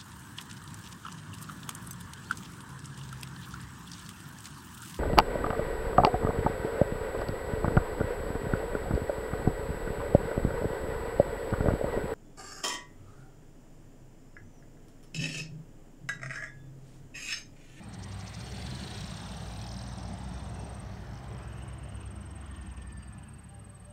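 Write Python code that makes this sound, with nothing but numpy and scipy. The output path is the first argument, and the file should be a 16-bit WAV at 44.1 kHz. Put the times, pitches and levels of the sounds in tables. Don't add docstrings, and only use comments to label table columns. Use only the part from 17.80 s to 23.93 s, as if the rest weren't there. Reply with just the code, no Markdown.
import sys
import numpy as np
from scipy import signal
from scipy.fft import rfft, irfft, next_fast_len
from scipy.io import wavfile
from scipy.ndimage import uniform_filter1d, map_coordinates

SR = 44100
rng = np.random.default_rng(int(sys.argv[2]) if len(sys.argv) > 2 else 0)


def transcribe(signal):
    frames = np.atleast_2d(signal).T
    limited = np.clip(frames, -1, 1)
    pcm = np.round(limited * 32767).astype(np.int16)
    wavfile.write(sys.argv[1], SR, pcm)


N = 270288

# (time [s], firing rate [Hz], level [dB], octave level [dB])
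EXHAUST_NOTE = [(0, 59.1, -54, -47), (0.25, 61.8, -47.5, -72), (0.6, 65.14, -42, -53),
                (1.1, 67, -44.5, -50.5), (1.3, 63.2, -68, -63), (1.5, 57.62, -45, -56.5),
                (1.95, 58.6, -42, -44.5), (2.5, 62.02, -39.5, -59.5), (3.3, 64.58, -47, -48),
                (4, 66.88, -42, -50), (5, 70, -43, -73), (5.55, 70.35, -51.5, -56.5),
                (6.13, 60.4, -51.5, -63)]
THIRD_ORDER_DB, THIRD_FADE_DB_PER_S = -8, 3
# (time [s], pitch [Hz], level [dB], octave level [dB])
ENGINE_HUM = [(1.3, 102.5, -62, -69), (1.8, 102.2, -52.5, -66), (2.3, 100.1, -60, -48),
              (3.3, 102.5, -51, -75), (4.4, 100.1, -86, -53), (4.9, 101.8, -81, -74),
              (5.3, 103.2, -58.5, -58.5), (5.7, 101.3, -56.5, -64), (6.13, 100.7, -56.5, -68)]
# (time [s], pitch [Hz], level [dB])
SECOND_EXHAUST = [(2.7, 50.13, -60), (3.0, 49.94, -52), (3.4, 54.55, -52), (3.9, 58.3, -53),
                  (4.2, 58.66, -51), (4.5, 59.57, -60), (4.9, 58.7, -47), (5.2, 59.8, -49.5),
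                  (5.35, 60.4, -51)]
# (time [s], pitch [Hz], level [dB])
ENGINE_PICKUP = [(0.1, 90.9, -62), (0.3, 96, -44), (0.5, 103.7, -43.5), (0.7, 119.5, -48),
                 (1.0, 130.1, -46.5), (1.3, 133.6, -67)]
# (time [s], pitch [Hz], level [dB])
ENGINE_EASING = [(3.5, 111.9, -53), (3.9, 107, -52), (4.2, 100.6, -49), (4.5, 93.8, -51),
                 (4.8, 90.2, -56.5), (5.2, 88.7, -54)]
# (time [s], level [dB])
TICKOVER_LEVEL = [(4, -75), (4.6, -59.5), (5.4, -61), (6.13, -61.5)]
# (multiple of half the easing engine's pitch, level [dB])
TICKOVER_PARTIALS = [(1, -2.5), (3, 0), (4, -6.5), (5, -2.5)]
# (time [s], exhaust rumble [dB], road roar [dB], tread howl [dB], tread rush [dB], hiss [dB])
VEHICLE_NOISE = [(0.0, -54, -75, -55, -66, -65.5), (0.08, -50, -59.5, -57.5, -60, -63.5),
                 (0.5, -48, -58, -54.5, -57.5, -55.5), (1.06, -45.5, -52.5, -54.5, -54, -51),
                 (1.3, -44.5, -56.5, -54, -54, -53.5), (1.92, -49, -57.5, -52, -57.5, -60.5),
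                 (2.66, -46.5, -55, -51.5, -57, -60.5), (3.59, -53, -58.5, -55.5, -55, -67.5),
                 (3.81, -52, -57, -56.5, -56.5, -63.5), (5.09, -55, -66, -64, -60, -66.5),
                 (5.97, -56, -69, -69, -66, -72.5), (6.05, -58.5, -68, -68, -67, -74)]
# (frequency [Hz], level [dB])
RUMBLE_COLOUR = [(25, -53), (40, -28), (50, -4), (75, -4.5), (105, 0), (135, -4), (155, -4.5), (195, -0.5),
                 (220, -8), (250, -14), (320, -20), (500, -42), (1000, -83)]
# (time [s], level [dB])
PANEL_DRONE = [(0, -58), (1.2, -84), (2, -59.5), (3.2, -64), (3.9, -64), (4.6, -64.5), (5.3, -66),
               (6.13, -77)]
# (frequency [Hz], level [dB])
PANEL_COLOUR = [(270, 1), (310, -1), (335, 1.5), (390, -15.5)]
# (time [s], pitch [Hz], level [dB])
PANEL_TONE = [(3.6, 334, -70), (3.85, 328, -62), (4.05, 327, -67), (4.3, 326, -61), (4.6, 322, -70),
              (4.95, 316, -65), (5.15, 312, -72), (5.35, 307, -65), (5.6, 300, -74)]
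# (frequency [Hz], level [dB])
ROAR_COLOUR = [(150, -8), (260, -5.5), (400, 0.5), (520, -5.5), (650, -9), (1000, -30), (3000, -71)]
# (frequency [Hz], level [dB])
HOWL_COLOUR = [(450, -15.5), (580, -2), (640, -1.5), (740, 2), (820, 0), (900, -3.5), (1020, -9.5),
               (1400, -13.5), (3000, -46)]
# (frequency [Hz], level [dB])
TREAD_COLOUR = [(600, -31), (950, 1.5), (1180, 1.5), (1500, -1), (1900, -2.5), (2200, -7.5), (2700, -21),
                (5000, -27.5), (9000, -73)]
# (time [s], level [dB])
TYRE_SING = [(0, -67), (.6, -62), (1.1, -65), (1.6, -85), (6.13, -100)]
# (frequency [Hz], level [dB])
SING_COLOUR = [(1600, -13), (1850, -1), (1980, 2), (2200, -7)]
# (frequency [Hz], level [dB])
NEAR_HISS = [(1500, 1.5), (2400, -7), (3200, 0), (3800, 0), (4350, 0.5), (4850, -10), (5500, -6.5),
             (6400, -11.5), (6700, -11), (7000, -9), (7600, -8), (9000, -10.5), (11000, -35)]
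# (frequency [Hz], level [dB])
FAR_HISS = [(1500, -23), (2400, 13.5), (3000, 12), (3600, -9), (4400, -18), (5000, -22), (5600, -14),
            (7000, -2), (9000, -38), (11000, -62)]
# (time [s], share of the bright hiss [0-1])
NEAR_SHARE = [(0, 0.6), (.7, 0.71), (1, 0.71), (1.5, 0.72), (2, 0.57), (2.6, 0.7), (3.3, 0.42), (4, 0.05),
              (6.13, 0.023)]
# (time [s], level [dB])
TYRE_TREBLE = [(0, -70), (.7, -61), (1.3, -63.5), (1.8, -61.5), (2.2, -69), (3.4, -68.5), (4.4, -73),
               (6.13, -72)]
# (frequency [Hz], level [dB])
TREBLE_COLOUR = [(3000, 11), (6000, 0.5), (9000, 3), (10300, -3), (11500, -2), (13500, -4.5), (16000, -6)]
# (time [s], pitch [Hz], level [dB])
TREAD_SLIPS = [(0, 4400, -78), (.25, 4400, -70), (.37, 4380, -62), (.55, 4400, -66), (.7, 4400, -65),
               (.9, 4200, -55.5), (1.15, 4000, -54), (1.4, 3780, -59), (1.9, 4100, -64), (3.1, 3105, -70),
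               (3.55, 2900, -65), (4.2, 2950, -67), (4.45, 3000, -70), (4.72, 3200, -64), (5, 3000, -73),
               (6.13, 2800, -84)]
# (time [s], reference pitch [Hz], level [dB])
INSECT_SONG = [(0, 8580, -56.5), (1.5, 8590, -55), (2.8, 8600, -55.8), (3.01, 8620, -54), (3.03, 8300, -78),
               (3.3, 8270, -69), (3.55, 8400, -58.5), (3.75, 8500, -58), (3.9, 8615, -55.7),
               (6.13, 8592, -55.7)]
# (time [s], wing beats per second [Hz])
INSECT_PACE = [(0, 19.8), (.9, 19.7), (1.3, 19.2), (1.7, 19.75), (2.3, 19.42), (2.9, 19.67), (3.4, 21.05),
               (3.7, 20), (4.05, 19.1), (4.13, 15.7), (4.24, 20.05), (4.7, 19.65), (5.2, 19.25),
               (6.13, 19.6)]
FIRST_BEAT_S = .041
# (place in the beat [share], pitch shift [Hz], level [dB])
WING_BEAT = [(-.5, -400, -26), (-.33, -250, -18.5), (-.22, -280, -18), (-.135, -190, -5.5),
             (-.06, -80, -.5), (.01, 30, -.5), (.08, -100, -.5), (.13, -380, -4), (.18, -650, -18),
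             (.25, -380, -14.5), (.36, -600, -19), (.5, -400, -26)]
# (time [s], level [dB])
SIZZLE_LEVEL = [(0, -88), (1, -63), (1.3, -60), (1.7, -64), (2.2, -60.5), (2.9, -67), (3.4, -68),
                (3.55, -76), (3.9, -72.5), (4.4, -74.5), (4.8, -77), (5.3, -79.5), (6.13, -85)]
# (frequency [Hz], level [dB])
SIZZLE_COLOUR = [(4500, -3.5), (5000, -5), (5300, 1), (5900, -0.5), (6400, -0.5), (7100, -35)]
# (time [s], squeaks per second [Hz])
SQUEAK_PACE = [(0, 8.93), (.35, 11.93), (.7, 18.56), (1.4, 33.67), (2, 41.02), (3.3, 46.78)]
FIRST_SQUEAK_S = .038
# (time [s], level [dB])
SQUEAK_STRENGTH = [(0, -68), (.04, -63), (.14, -53), (.24, -50), (.32, -52), (.41, -50), (.55, -49),
                   (.66, -53), (.9, -55), (1.08, -61), (1.18, -52), (1.3, -54.5), (1.6, -59), (1.75, -55),
                   (1.8, -55), (1.85, -49), (1.99, -50.5), (2.06, -54), (2.25, -55), (2.36, -64),
                   (2.6, -78), (3.08, -76), (3.17, -67), (3.25, -71), (3.32, -60), (3.38, -58.5),
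                   (3.42, -69), (3.49, -69), (3.53, -62.5), (3.63, -65.5), (3.69, -76), (3.87, -70),
                   (3.92, -78)]
SQUEAK_SCATTER_DB = 1.4
# (frequency [Hz], level [dB])
RASP_COLOUR = [(2500, -30), (3700, -10), (4200, -2), (4750, -3), (5200, 0), (5800, 0), (6400, -1.5),
               (7000, -5), (7600, -14), (9000, -20), (13000, -36)]
CHIRP_HZ, CHIRP_SWING_HZ, CHIRP_FALL_S = 5330, 620, .0034
CHIRP_WIDTH_SCATTER = .22
# (time [s], pitch [Hz], level [dB])
LOW_RESONANCE = [(0, 4400, -68), (.4, 4400, -57), (.7, 4400, -54), (.85, 4280, -47.5), (1.15, 4150, -48),
                 (1.4, 3830, -50.5), (1.6, 3950, -56), (1.95, 4100, -53.5), (2.15, 4050, -58),
                 (2.4, 4000, -67), (3.9, 3100, -85)]
LOW_SQUEAK_WIDTH_S, LOW_SQUEAK_LAG_S = .004, .003
# (time [s], pitch [Hz], level [dB])
SQUEAK_SNAPS = [(.723, 5700, -46), (.825, 4900, -44.5), (.906, 5100, -44), (.952, 4900, -47),
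                (1.077, 4100, -44), (1.083, 3300, -45), (1.178, 5600, -47), (1.209, 5700, -44),
                (1.274, 6900, -51), (3.443, 3050, -55), (3.446, 4300, -59)]
SNAP_WIDTH_S = .0018
# (time [s], pitch [Hz], level [dB])
PUMP_WHINE = [(3.66, 1850, -82), (3.85, 1980, -80), (4.05, 1868, -78), (4.6, 1840, -72), (4.7, 1830, -61),
              (4.8, 1820, -59), (4.92, 1808, -73), (5.0, 1795, -62), (5.15, 1772, -59), (5.3, 1735, -69),
              (5.45, 1695, -67), (5.58, 1675, -80), (6.13, 1630, -73)]
# (start [s], end [s], multiple of the pitch, level [dB])
PUMP_OVERTONES = [(3.66, 3.85, 6, -79), (4.05, 4.6, 6, -86), (4.5, 4.95, 5, -80), (5.4, 6.2, 6, -82),
                  (5.38, 6.05, 7, -83)]
# (time [s], pitch [Hz], level [dB])
STOP_CREAKS = [(3.82, 2906, -60), (4.125, 2850, -60), (4.17, 2950, -60), (4.235, 2850, -58),
               (4.28, 3120, -63), (4.585, 3353, -70), (4.647, 3060, -62), (4.685, 3240, -64),
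               (4.747, 3200, -63), (4.785, 3150, -67), (4.828, 2702, -70), (4.859, 2950, -70),
               (4.902, 2880, -62), (4.943, 2900, -66), (4.98, 2800, -60), (5.024, 2988, -58.5),
               (5.108, 2950, -63.5), (5.234, 2850, -60), (5.386, 2803, -63.5), (5.435, 3010, -65)]
CREAK_WIDTH_S, CREAK_OCTAVE_DB, CREAK_TOP_HZ = .0065, -14, 6800
# (time [s], level [dB])
SCRAPE_LEVEL = [(3.8, -73), (4.55, -76), (4.68, -70), (4.85, -67), (5.03, -70), (5.25, -74), (5.45, -80)]
# (frequency [Hz], level [dB])
SCRAPE_COLOUR = [(3800, -12), (4900, 0), (6300, 1), (7200, -3), (8500, -15)]
# (start [s], end [s], pitch [Hz], level [dB], sag [Hz per s])
BRAKE_TONES = [(5.3, 6.2, 802, -68, 22), (5.67, 6.2, 588, -66, 12), (5.3, 5.55, 592, -72, 0),
               (4.42, 4.78, 648, -64, 0), (5.5, 6.2, 1180, -73, 24)]
# (time [s], pitch [Hz], level [dB])
STOP_SQUEAL = [(4.9, 4860, -95), (5.0, 4830, -84), (5.1, 4795, -80), (5.2, 4745, -72.5),
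               (5.27, 4700, -73.5), (5.33, 4630, -90), (5.4, 4560, -85), (5.53, 4520, -82),
               (5.68, 4490, -85), (5.78, 4475, -95), (5.95, 4445, -82.5), (6.1, 4410, -92)]
BAND_LIMIT_HZ = 15762


def amp(db):
    return 10 ** (np.asarray(db) / 20)


def unit(x):
    return x / np.sqrt(np.mean(x ** 2) + 1e-20)


def clock():
    return np.arange(N) / SR


def curves(rows):
    times, *columns = np.transpose(rows)
    return [np.interp(clock(), times, column) for column in columns]


def wobble(rate):
    knots = rng.standard_normal(int(N * rate / SR) + 4)
    return map_coordinates(knots, [clock() * rate])


def filtered(x, response):
    size = next_fast_len(N + SR // 2)
    return irfft(rfft(x, size) * response(np.fft.rfftfreq(size, 1 / SR)), size)[:N]


def lowpass(x, corner_hz, power):
    return filtered(x, lambda hz: 1 / (1 + (hz / corner_hz) ** power))


def coloured(x, spectrum):
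    f, db = np.transpose(spectrum)
    log_f = np.log(np.r_[f[0] / 2, f, f[-1] * 2])
    edged_db = np.r_[db[0] - 60, db, db[-1] - 60]
    return unit(filtered(x, lambda hz: amp(np.interp(np.log(hz + 1), log_f, edged_db))))


def rush(spectrum, patchy_db):
    z = signal.stft(rng.standard_normal(N), nperseg=1024)[2]
    field = uniform_filter1d(rng.standard_normal(z.shape), size=4, axis=0)
    field = uniform_filter1d(field, size=14, axis=1)
    noise = signal.istft(z * amp(patchy_db * unit(field)), nperseg=1024)[1][:N]
    return coloured(noise, spectrum)


def phase(hz):
    return 2 * np.pi * (np.cumsum(hz) / SR + rng.random())


def cycles(rate_rows, first_s):
    done = np.cumsum(curves(rate_rows)[0]) / SR
    return done - np.interp(first_s, clock(), done)


def gate(start, end, fade):
    return np.clip((clock() - start) / fade + .5, 0, 1) * np.clip((end - clock()) / fade + .5, 0, 1)


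def bell(t, width):
    return np.exp(-.5 * (t / width) ** 2)


def note(rows, rough, order=1):
    hz, *levels = curves(rows)
    gain = np.sqrt(2) * amp(levels[order - 1] + rough * wobble(25))
    return gain * np.sin(order * phase(hz)) * gate(rows[0][0], rows[-1][0], 0.037)


def exhaust_notes():
    firing = amp(-3.5) * note(EXHAUST_NOTE, rough=1.0) + amp(-1.0) * note(EXHAUST_NOTE, rough=2.9, order=2)
    firing_hz, firing_db, _ = curves(EXHAUST_NOTE)
    third_db = firing_db + THIRD_ORDER_DB - THIRD_FADE_DB_PER_S * clock() + 4.2 * wobble(8)
    firing = firing + amp(third_db) * np.sin(3 * phase(firing_hz))
    hum = amp(3.5) * note(ENGINE_HUM, rough=0.99) + amp(-4.0) * note(ENGINE_HUM, rough=0.5, order=2)
    second = amp(2.0) * note(SECOND_EXHAUST, rough=0.27)
    revs = note(ENGINE_PICKUP, rough=1.1) + amp(3.5) * note(ENGINE_EASING, rough=1.0)
    return firing + hum + second + revs


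def exhaust_rumble():
    throb = 1 + 0.19 * np.sin(phase(curves(EXHAUST_NOTE)[0]))
    rumble = unit(rush(RUMBLE_COLOUR, patchy_db=1.34) * throb)
    return amp(curves(VEHICLE_NOISE)[0] + 4) * rumble


def body_panel():
    drone = amp(curves(PANEL_DRONE)[0]) * rush(PANEL_COLOUR, patchy_db=1.0)
    return drone + note(PANEL_TONE, rough=2.9)


def tick_over():
    angle = phase(curves(ENGINE_EASING)[0] / 2 * (1 + .008 * wobble(12)))
    orders = sum(amp(db + 1.6 * wobble(9)) * np.sin(round(order) * angle) for order, db in TICKOVER_PARTIALS)
    return np.sqrt(2) * amp(curves(TICKOVER_LEVEL)[0]) * orders


def tyres():
    _, roar_db, howl_db, tread_db, hiss_db = curves(VEHICLE_NOISE)
    near = np.clip(curves(NEAR_SHARE)[0], 0, 1)
    roar = amp(roar_db + 0.5) * rush(ROAR_COLOUR, patchy_db=3.0)
    howl = amp(howl_db + 0.38) * rush(HOWL_COLOUR, patchy_db=1.5)
    tread = amp(tread_db - 0.02) * rush(TREAD_COLOUR, patchy_db=2.0)
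    sing = amp(curves(TYRE_SING)[0]) * rush(SING_COLOUR, patchy_db=3)
    near_hiss = amp(2.8) * np.sqrt(near) * rush(NEAR_HISS, patchy_db=2.8)
    far_hiss = amp(0.73) * np.sqrt(1 - near) * rush(FAR_HISS, patchy_db=3.2)
    flutter = amp(1.83 * wobble(130))
    hiss = flutter * amp(hiss_db - 1.5) * (near_hiss + far_hiss)
    treble = amp(curves(TYRE_TREBLE)[0] - 1.5) * coloured(rng.standard_normal(N), TREBLE_COLOUR)
    return roar + howl + tread + sing + hiss + treble


def tread_squeaks(count=680):
    s, hz, db = np.transpose(TREAD_SLIPS)
    t = np.arange(-SR // 100, SR // 100) / SR
    swell = bell(t, .0024)
    out = np.zeros(N + SR)
    times = (np.arange(count) + rng.random(count)) * N / SR / count
    for when, (detune, size) in zip(times, rng.standard_normal((count, 2))):
        glide = 1 + .05 * detune - .04 * np.tanh(t / .004)
        pitch = np.interp(when, s, hz) * glide + 1300 * rng.standard_normal(len(t))
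        gain = amp(np.interp(when, s, db) + 2 * size + 4)
        out[round(when * SR):][:len(t)] += gain * swell * np.sin(phase(pitch))
    return out[:N]


def ticking_insect():
    beat = (cycles(INSECT_PACE, FIRST_BEAT_S) + .5) % 1 - .5
    top_hz, db = curves(INSECT_SONG)
    share, shift_hz, stroke_db = np.transpose(WING_BEAT)
    loose = np.clip(np.abs(beat) / .2, 0, 1) ** 2
    jitter_hz = (45 + 70 * loose) * wobble(900) + 35 * wobble(60)
    hz = top_hz + np.interp(beat, share, shift_hz) + jitter_hz
    scrape_db = 1.7 * wobble(560) + .9 * wobble(22) + 3.5 * loose * wobble(90)
    level_db = db + np.interp(beat, share, stroke_db) + scrape_db
    song = np.sqrt(2) * amp(level_db) * np.sin(phase(hz))
    t = np.arange(SR // 8) / SR
    scatter = rng.standard_normal(len(t)) * amp(-60 * t / .1)
    echo = amp(-17) * signal.fftconvolve(song, scatter / np.linalg.norm(scatter))[:N]
    return amp(-.3) * (song + echo)


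def sizzle():
    noise = unit(amp(2.4 * wobble(110)) * rush(SIZZLE_COLOUR, patchy_db=3.3))
    return lowpass(amp(curves(SIZZLE_LEVEL)[0]) * noise, 8000, 12)


def squeaks():
    done = cycles(SQUEAK_PACE, FIRST_SQUEAK_S)
    count = np.interp(SQUEAK_STRENGTH[-1][0], clock(), done)
    times = np.interp(np.arange(count), done, clock())
    levels = np.interp(times, *np.transpose(SQUEAK_STRENGTH))
    levels = levels + SQUEAK_SCATTER_DB * rng.standard_normal(len(times))
    gaps = np.gradient(times)
    widths = np.clip(.14 * gaps - .0015, .0019, .0075)
    tonal = np.clip(2.4 - gaps / .017, 0, .9)
    detunes = rng.standard_normal(len(times))
    t = np.arange(-SR // 30, SR // 30) / SR
    low_hz, low_db = curves(LOW_RESONANCE)
    rasp, chirps = np.zeros(N + SR), np.zeros(N + SR)
    for s, db, width, share, detune in zip(times, levels, widths, tonal, detunes):
        start = max(0, round((s + t[0]) * SR))
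        spread = np.exp(share * rng.normal(0, CHIRP_WIDTH_SCATTER))
        swell = amp(db + 3.5 * share) * bell(t, width * spread)
        fall = CHIRP_SWING_HZ * np.tanh(t / CHIRP_FALL_S)
        hz = CHIRP_HZ + 130 * detune - fall + 1200 * rng.standard_normal(len(t))
        rasp[start:][:len(t)] += np.sqrt(1 - share) * swell
        chirps[start:][:len(t)] += np.sqrt(2 * share) * swell * np.sin(phase(hz))
        glide = 1 + .025 * rng.standard_normal() - .05 * np.tanh(t / LOW_SQUEAK_WIDTH_S)
        low = low_hz[start] * glide + 1650 * rng.standard_normal(len(t))
        low_swell = bell(t - rng.normal(LOW_SQUEAK_LAG_S, LOW_SQUEAK_LAG_S), LOW_SQUEAK_WIDTH_S)
        chirps[start:][:len(t)] += np.sqrt(2) * amp(low_db[start]) * low_swell * np.sin(phase(low))
    teeth = coloured(rng.standard_normal(N) * amp(3 * wobble(900)), RASP_COLOUR)
    return lowpass(amp(.5) * (chirps[:N] + rasp[:N] * teeth), 8000, 12)


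def snaps():
    t = np.arange(-SR // 100, SR // 100) / SR
    swell = bell(t, SNAP_WIDTH_S)
    out = np.zeros(N + SR)
    for s, hz, db in SQUEAK_SNAPS:
        ring = np.sin(phase(hz + 2200 * rng.standard_normal(len(t))))
        out[round((s + t[0]) * SR):][:len(t)] += amp(db) * swell * ring
    return out[:N]


def pump_whine():
    hz, db = curves(PUMP_WHINE)
    angle = phase(hz + 5 * wobble(200))
    flutter = np.sin(phase(hz + 6.5 * wobble(110)))
    tops = sum(amp(top_db + 2 * wobble(30)) * gate(start, end, .12) * np.sin(order * angle)
               for start, end, order, top_db in PUMP_OVERTONES)
    opened = gate(PUMP_WHINE[0][0], PUMP_WHINE[-1][0], .04)
    whine = np.sqrt(2) * amp(db + 1.8 * wobble(60)) * flutter * opened
    return amp(-2) * whine + amp(-1.5) * tops


def creaks():
    t = np.arange(-SR // 50, SR // 50) / SR
    swell = bell(t, CREAK_WIDTH_S)
    out, rub = np.zeros(N + SR), np.zeros(N + SR)
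    for s, hz, db in STOP_CREAKS:
        start = round((s + t[0]) * SR)
        angle = phase(hz + 1400 * rng.standard_normal(len(t)))
        tone = np.sin(angle) + amp(CREAK_OCTAVE_DB) * np.sin(2 * angle)
        out[start:][:len(t)] += np.sqrt(2) * amp(db) * swell * tone
        rub[start:][:len(t)] += swell ** 2
    scrape = amp(curves(SCRAPE_LEVEL)[0]) * rub[:N] * coloured(rng.standard_normal(N), SCRAPE_COLOUR)
    return scrape + lowpass(out[:N], CREAK_TOP_HZ, 8)


def brakes():
    singing = np.zeros(N)
    for start, end, hz, db, sag in BRAKE_TONES:
        pitch = hz - sag * (clock() - start) + 5 * wobble(40) + 4 * wobble(8)
        gain = np.sqrt(2) * amp(db + 4.2 * wobble(24)) * gate(start, end, .13)
        singing += gain * np.sin(phase(pitch))
    return amp(-2.5) * singing + note(STOP_SQUEAL, rough=1.5)


def scene():
    engines = exhaust_notes() + exhaust_rumble() + body_panel() + tick_over()
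    wheels = tyres() + tread_squeaks()
    dry_squeaks = sizzle() + squeaks() + snaps()
    stopping = pump_whine() + creaks() + brakes()
    return (engines + wheels + ticking_insect() + dry_squeaks + stopping)[None]


def record(dry):
    return np.array([filtered(channel, lambda hz: hz < BAND_LIMIT_HZ) for channel in dry])


dry = scene()
out = record(dry)
transcribe(out)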